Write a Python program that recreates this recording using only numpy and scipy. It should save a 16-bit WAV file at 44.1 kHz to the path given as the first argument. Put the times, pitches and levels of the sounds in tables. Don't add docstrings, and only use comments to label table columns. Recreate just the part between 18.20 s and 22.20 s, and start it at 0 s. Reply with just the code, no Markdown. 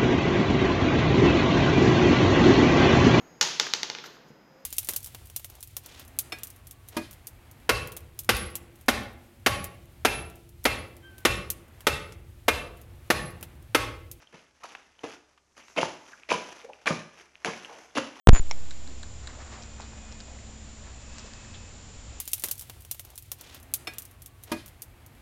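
import sys
import numpy as np
from scipy import signal
from scipy.fft import rfft, irfft, next_fast_len
from scipy.io import wavfile
from scipy.ndimage import map_coordinates

SR = 44100
rng = np.random.default_rng(int(sys.argv[2]) if len(sys.argv) > 2 else 0)


def to_wav(s):
    ch = np.atleast_2d(s).T
    pcm = np.round(np.clip(ch, -1, 1) * 32767)
    wavfile.write(sys.argv[1], SR, pcm.astype(np.int16))


N = 176400


# (time [s], level [dB], pitch [Hz], ring T60 [s], relative hollow-body level [dB])
BEAK_SLIPS = [(.3112, -19.5, 5830, 0.0038, -26), (0.3121, -14, 5630, 0.0043, -12),
              (0.312, -26.5, 5420, .003, 0.5), (0.3167, -27, 5640, .004, -2), (0.322, -45, 5200, .004, -12),
              (0.5088, -29.5, 3980, 0.005, -11), (0.5123, -35.5, 3880, .007, -1),
              (.5145, -36, 5160, 0.0025, -2), (.6755, -33.5, 4050, 0.0061, -14),
              (0.8306, -30.5, 3845, 0.0058, -8), (0.834, -30.5, 4130, 0.0051, -1),
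              (1.0725, -27.5, 3820, 0.0054, -15), (1.0759, -29.5, 4050, 0.0057, -1),
              (1.4223, -30, 5484, .002, -24), (1.4248, -33, 5500, .002, -17),
              (1.4272, -31.5, 4970, .002, -19), (1.4352, -29, 5000, .002, -24),
              (1.6058, -25, 4940, 0.0016, -22), (1.918, -30, 5000, .0015, -14),
              (1.9247, -30, 5040, 0.0021, -16), (2.004, -26, 4900, 0.0031, -27),
              (2.006, -38, 4530, .002, -11), (2.0085, -32, 4500, 0.0042, -20),
              (2.9822, -30, 4070, 0.0016, -6), (2.984, -24, 4940, 0.0013, -19),
              (2.9902, -33, 7300, .004, -15), (2.9956, -32, 4800, 0.0022, -14),
              (3.0662, -40, 5200, .002, -17), (3.0742, -39, 4960, .002, -14),
              (3.136, -27, 4470, 0.0014, -7.5), (3.248, -34.5, 4500, 0.0014, -6)]
# (frequency [multiple of the pitch], level [dB])
HORN_MODES = [(1, -4), (1.95, -7.5)]
# (time [s], level [dB], pitch [Hz])
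BEAK_KNOCKS = [(0.3117, -25, 870), (1.6002, -29, 880), (1.733, -36, 850), (2.188, -40.5, 2000)]

def beak():
    body_ratio, body_t60_s = 0.403, 0.0081
    crack_db, crack_t60_s, attack_s = -9, 0.0056, 0.00016
    out, t = np.zeros(N), clock(.04)
    attack = 1 - np.exp(-t / attack_s)
    for s, db, hz, t60, body_db in BEAK_SLIPS:
        horn = sum(amp(mode_db) * ring(t, hz * ratio, t60) for ratio, mode_db in HORN_MODES)
        body = amp(body_db) * ring(t, hz * body_ratio, body_t60_s)
        crack = amp(crack_db - 60 * t / crack_t60_s) * rng.standard_normal(len(t))
        add(out, s, 2 * amp(db) * (horn + body / 2 + crack) * attack)
    for s, db, hz in BEAK_KNOCKS:
        add(out, s, amp(db) * ring(t, hz, t60_s=.011))
    return out


# (time [s], duration [s], level [dB], resonance [Hz])
BEAK_SCRAPES = [(1.61, .055, -52, 4100), (2.981, 0.027, -47, 5500), (3.06, 0.017, -46, 5200),
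                (3.335, .04, -47, 3320)]
# (time [s], duration [s], level [dB], resonance [Hz])
FINGER_RUBS = [(.67, 0.08, -48, 266), (1.17, 0.054, -51.5, 590), (1.37, 0.068, -49.5, 690),
               (2.08, 0.12, -53.5, 576), (2.28, 0.037, -56.5, 700), (3.04, 0.074, -52, 490)]

def friction(strokes):
    grit_db, rise_s = 4, .003
    out = np.zeros(N)
    grit = rng.standard_normal(N) * amp(grit_db * wobble(900))
    for s, length, db, hz in strokes:
        t = clock(length)
        resonance = signal.iirpeak(hz, Q=3.8, fs=SR)
        rub = unit(signal.lfilter(*resonance, grit[round(s * SR):][:len(t)]))
        envelope = (1 - np.exp(-t / rise_s)) * np.sqrt(1 - t / length)
        add(out, s, amp(db) * rub * envelope)
    return out


# (time [s], duration [s], unclipped size [full scale], recovery [s])
BIAS_JUMPS = [(.0726, 0.00049, -0.65, 0.0000069), (.073, .001, .72, 0.0013),
              (0.0893, 0.00341, 1.34, 0.000012), (0.1065, 0.019, -0.043, 0.0022)]
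# (time [s], unclipped size [full scale], rise [s], hold [s], recovery [s])
BIAS_SWINGS = [(0.08, -0.81, 0.0034, 0.017, 0.0015), (0.098, 0.76, 0.0057, .032, 0.0027),
               (0.1314, -0.69, 0.0012, .007, 0.014), (.198, -0.26, .0025, .012, 0.025),
               (.225, .15, 0.023, 0.045, 0.22)]
# (frequency [Hz], gain [dB])
BRIGHT_POP_RESPONSE = [(7500, 0), (10000, -7.5), (16000, -4)]
# (frequency [Hz], gain [dB])
DULL_POP_RESPONSE = [(7500, 0), (9200, -18), (16000, -20)]

def switch_on():
    rail, dull_from_s = .7, .083
    t, bias = clock(), np.zeros(N)
    for s, length, size, recovery in BIAS_JUMPS:
        bias += size * (t >= s) * np.exp(-np.maximum(t - s - length, 0) / recovery)
    for s, size, rise, hold, recovery in BIAS_SWINGS:
        onset = 1 - np.exp(-np.maximum(t - s, 0) / rise)
        bias += size * onset * np.exp(-np.maximum(t - s - hold, 0) / recovery)
    clipped = np.clip(bias, -rail, rail)
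    bright, dull = coloured(clipped, BRIGHT_POP_RESPONSE), coloured(clipped, DULL_POP_RESPONSE)
    return np.where(t < dull_from_s, bright, dull)


# (time [s], level [dB])
CRACKLES = [(.135, -16.5), (.15, -11), (0.1576, -18), (.1602, -13), (.163, -17), (.166, -13), (.1678, -31),
            (0.1727, -17.5), (0.177, -34), (.181, -18.5), (.195, -22)]
# (frequency [Hz], relative level [dB])
FRY_SPECTRUM = [(1000, -2), (2300, 2), (3300, -4.5), (4100, -3), (4550, 0.5), (5000, -12), (7000, -5),
                (8800, 0)]
MIC_OPEN_S, SETTLED_S = .131, .199

def squeal():
    squeal_hz, squeal_db, fry_db = 7009, -31, -43
    t = clock()
    gate_s = [MIC_OPEN_S, MIC_OPEN_S + .001, SETTLED_S - .001, SETTLED_S + .001]
    oscillation = amp(squeal_db) * np.sin(2 * np.pi * squeal_hz * t)
    out = np.interp(t, gate_s, [0, 1, 1, 0]) * (oscillation + amp(fry_db) * noise(FRY_SPECTRUM))
    for s, db in CRACKLES:
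        add(out, s, 2 * amp(db) * ring(clock(.01), hz=1530, t60_s=0.00095))
    return out


# (time [s], relative level [dB])
RUSTLE_ENVELOPE = [(1.0, -65), (1.11, -55.5), (1.33, -49.5), (1.42, -56.5), (1.47, -61), (1.58, -62.5),
                   (1.605, -52), (1.68, -61), (1.9, -59.5), (2.15, -66), (2.3, -83), (2.58, -71),
                   (2.68, -54), (2.77, -73)]
# (frequency [Hz], relative level [dB])
RUSTLE_SPECTRUM = [(100, -22), (300, -1.5), (650, -2), (1000, 1), (1900, -2), (3000, -12), (6500, -11.5),
                   (9000, -17)]
# (time [s], level [dB])
SWISH_ENVELOPE = [(2.8, -64), (2.96, -51.5), (3.1, -54), (3.3, -56.5), (3.6, -65), (4, -60)]
# (frequency [Hz], relative level [dB])
SWISH_SPECTRUM = [(300, -26), (1000, -0.5), (2700, -7.5), (6000, -7.5), (9000, -10.5)]

def rustle():
    flutter_db = 1.5 + 2.8 * wobble(39.27)
    rub = level(RUSTLE_ENVELOPE) * amp(flutter_db) * noise(RUSTLE_SPECTRUM)
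    return rub + level(SWISH_ENVELOPE) * noise(SWISH_SPECTRUM)


# (frequency [Hz], relative level [dB])
HISS_SPECTRUM = [(100, -10), (300, 4.5), (550, 6.5), (900, 2.5), (1500, -1), (2500, 0), (4500, -2),
                 (6500, -2.5), (7800, -0.5), (8800, 0.5)]
# (frequency [Hz], relative level [dB])
RUMBLE_SPECTRUM = [(20, 2), (45, 2.5), (70, 2), (105, 1), (160, -9.5), (240, -8.5), (330, -17), (600, -51)]

def noise_floor():
    hiss = amp(db=-51) * noise(HISS_SPECTRUM)
    rumble = amp(db=-46.5) * noise(RUMBLE_SPECTRUM + [(3000, -85)])
    return hiss + rumble


# (frequency [Hz], rms level [dB])
WHINE_PARTIALS = [(7012, -59), (7224, -69), (7290, -62), (7356, -62.5), (8646, -61), (8710, -62)]

def whine():
    return sum(amp(db) * tone(hz, drift_hz=0.97, rate=5.97) for hz, db in WHINE_PARTIALS)


# (start [s], end [s], frequency [Hz], rms level [dB])
HUM_TONES = [(.1, 3.03, 65, -47), (3.62, 4.2, 59, -49.5), (3.1, 3.6, 90, -52.5), (1.18, 2.75, 221, -56),
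             (2.75, 3.5, 221, -58), (1.33, 2.2, 2490, -64), (2.73, 3.57, 2579, -62)]

def hums():
    fade_s, waver_db = 0.14, 0.76
    t, out = clock(), np.zeros(N)
    for start, end, hz, db in HUM_TONES:
        fade = np.clip(np.minimum(t - start, end - t) / fade_s, 0, 1)
        drift_hz = 2.46 + 0.00393 * hz
        out += fade * amp(db + waver_db * wobble(10)) * tone(hz, drift_hz, rate=30)
    return out


def room(x):
    tail_db, t60_s, cutoff_hz = -17.5, 0.097, 3500
    t = clock(.3)
    reflections = signal.lfilter(*signal.butter(2, cutoff_hz, fs=SR), rng.standard_normal(len(t)))
    tail = reflections * amp(-60 * t / t60_s)
    return x + amp(tail_db) * signal.fftconvolve(x, tail / np.linalg.norm(tail))[:N]


def amp(db):
    return 10 ** (np.asarray(db) / 20)


def unit(x):
    return x / np.sqrt(np.mean(x ** 2) + 1e-20)


def clock(length_s=None):
    return np.arange(N if length_s is None else int(length_s * SR)) / SR


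def add(track, s, sound):
    part = track[round(s * SR):][:len(sound)]
    part += sound[:len(part)]


def filtered(x, response):
    size = next_fast_len(N + SR // 2)
    return irfft(rfft(x, size) * response(np.fft.rfftfreq(size, 1 / SR)), size)[:len(x)]


def coloured(x, points):
    point_hz, db = np.transpose(points)
    return filtered(x, lambda hz: amp(np.interp(np.log(hz + 1), np.log(point_hz + 1), db)))


def noise(points):
    edge_hz = MIC_RESPONSE[-2][0]
    return unit(filtered(coloured(rng.standard_normal(N), points), lambda hz: hz < edge_hz))


def wobble(rate):
    knots = rng.standard_normal(int(N * rate / SR) + 4)
    steps = np.arange(0, len(knots) - 1, 1 / 8)
    return np.interp(clock() * rate, steps, map_coordinates(knots, [steps]))


def ring(t, hz, t60_s):
    return np.sin(2 * np.pi * hz * t) * amp(-60 * t / t60_s)


def tone(hz, drift_hz, rate):
    return np.sqrt(2) * np.sin(2 * np.pi * np.cumsum(hz + drift_hz * wobble(rate)) / SR)


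def level(points):
    return amp(np.interp(clock(), *np.transpose(points), left=-120, right=-120))


def scene():
    bird = room(beak() + friction(BEAK_SCRAPES))
    handling = friction(FINGER_RUBS) + rustle()
    return (bird + handling + noise_floor() + whine() + hums())[None]


# (frequency [Hz], gain [dB])
MIC_RESPONSE = [(7300, -0.5), (7900, -5), (8400, -15), (8800, -26), (9300, -42), (10000, -106)]

def record(dry):
    top_hz = 17000
    heard = coloured(dry[0] * (clock() > MIC_OPEN_S) + squeal(), MIC_RESPONSE)
    return filtered(heard + switch_on(), lambda hz: hz < top_hz)[None]


dry = scene()
out = record(dry)
to_wav(out)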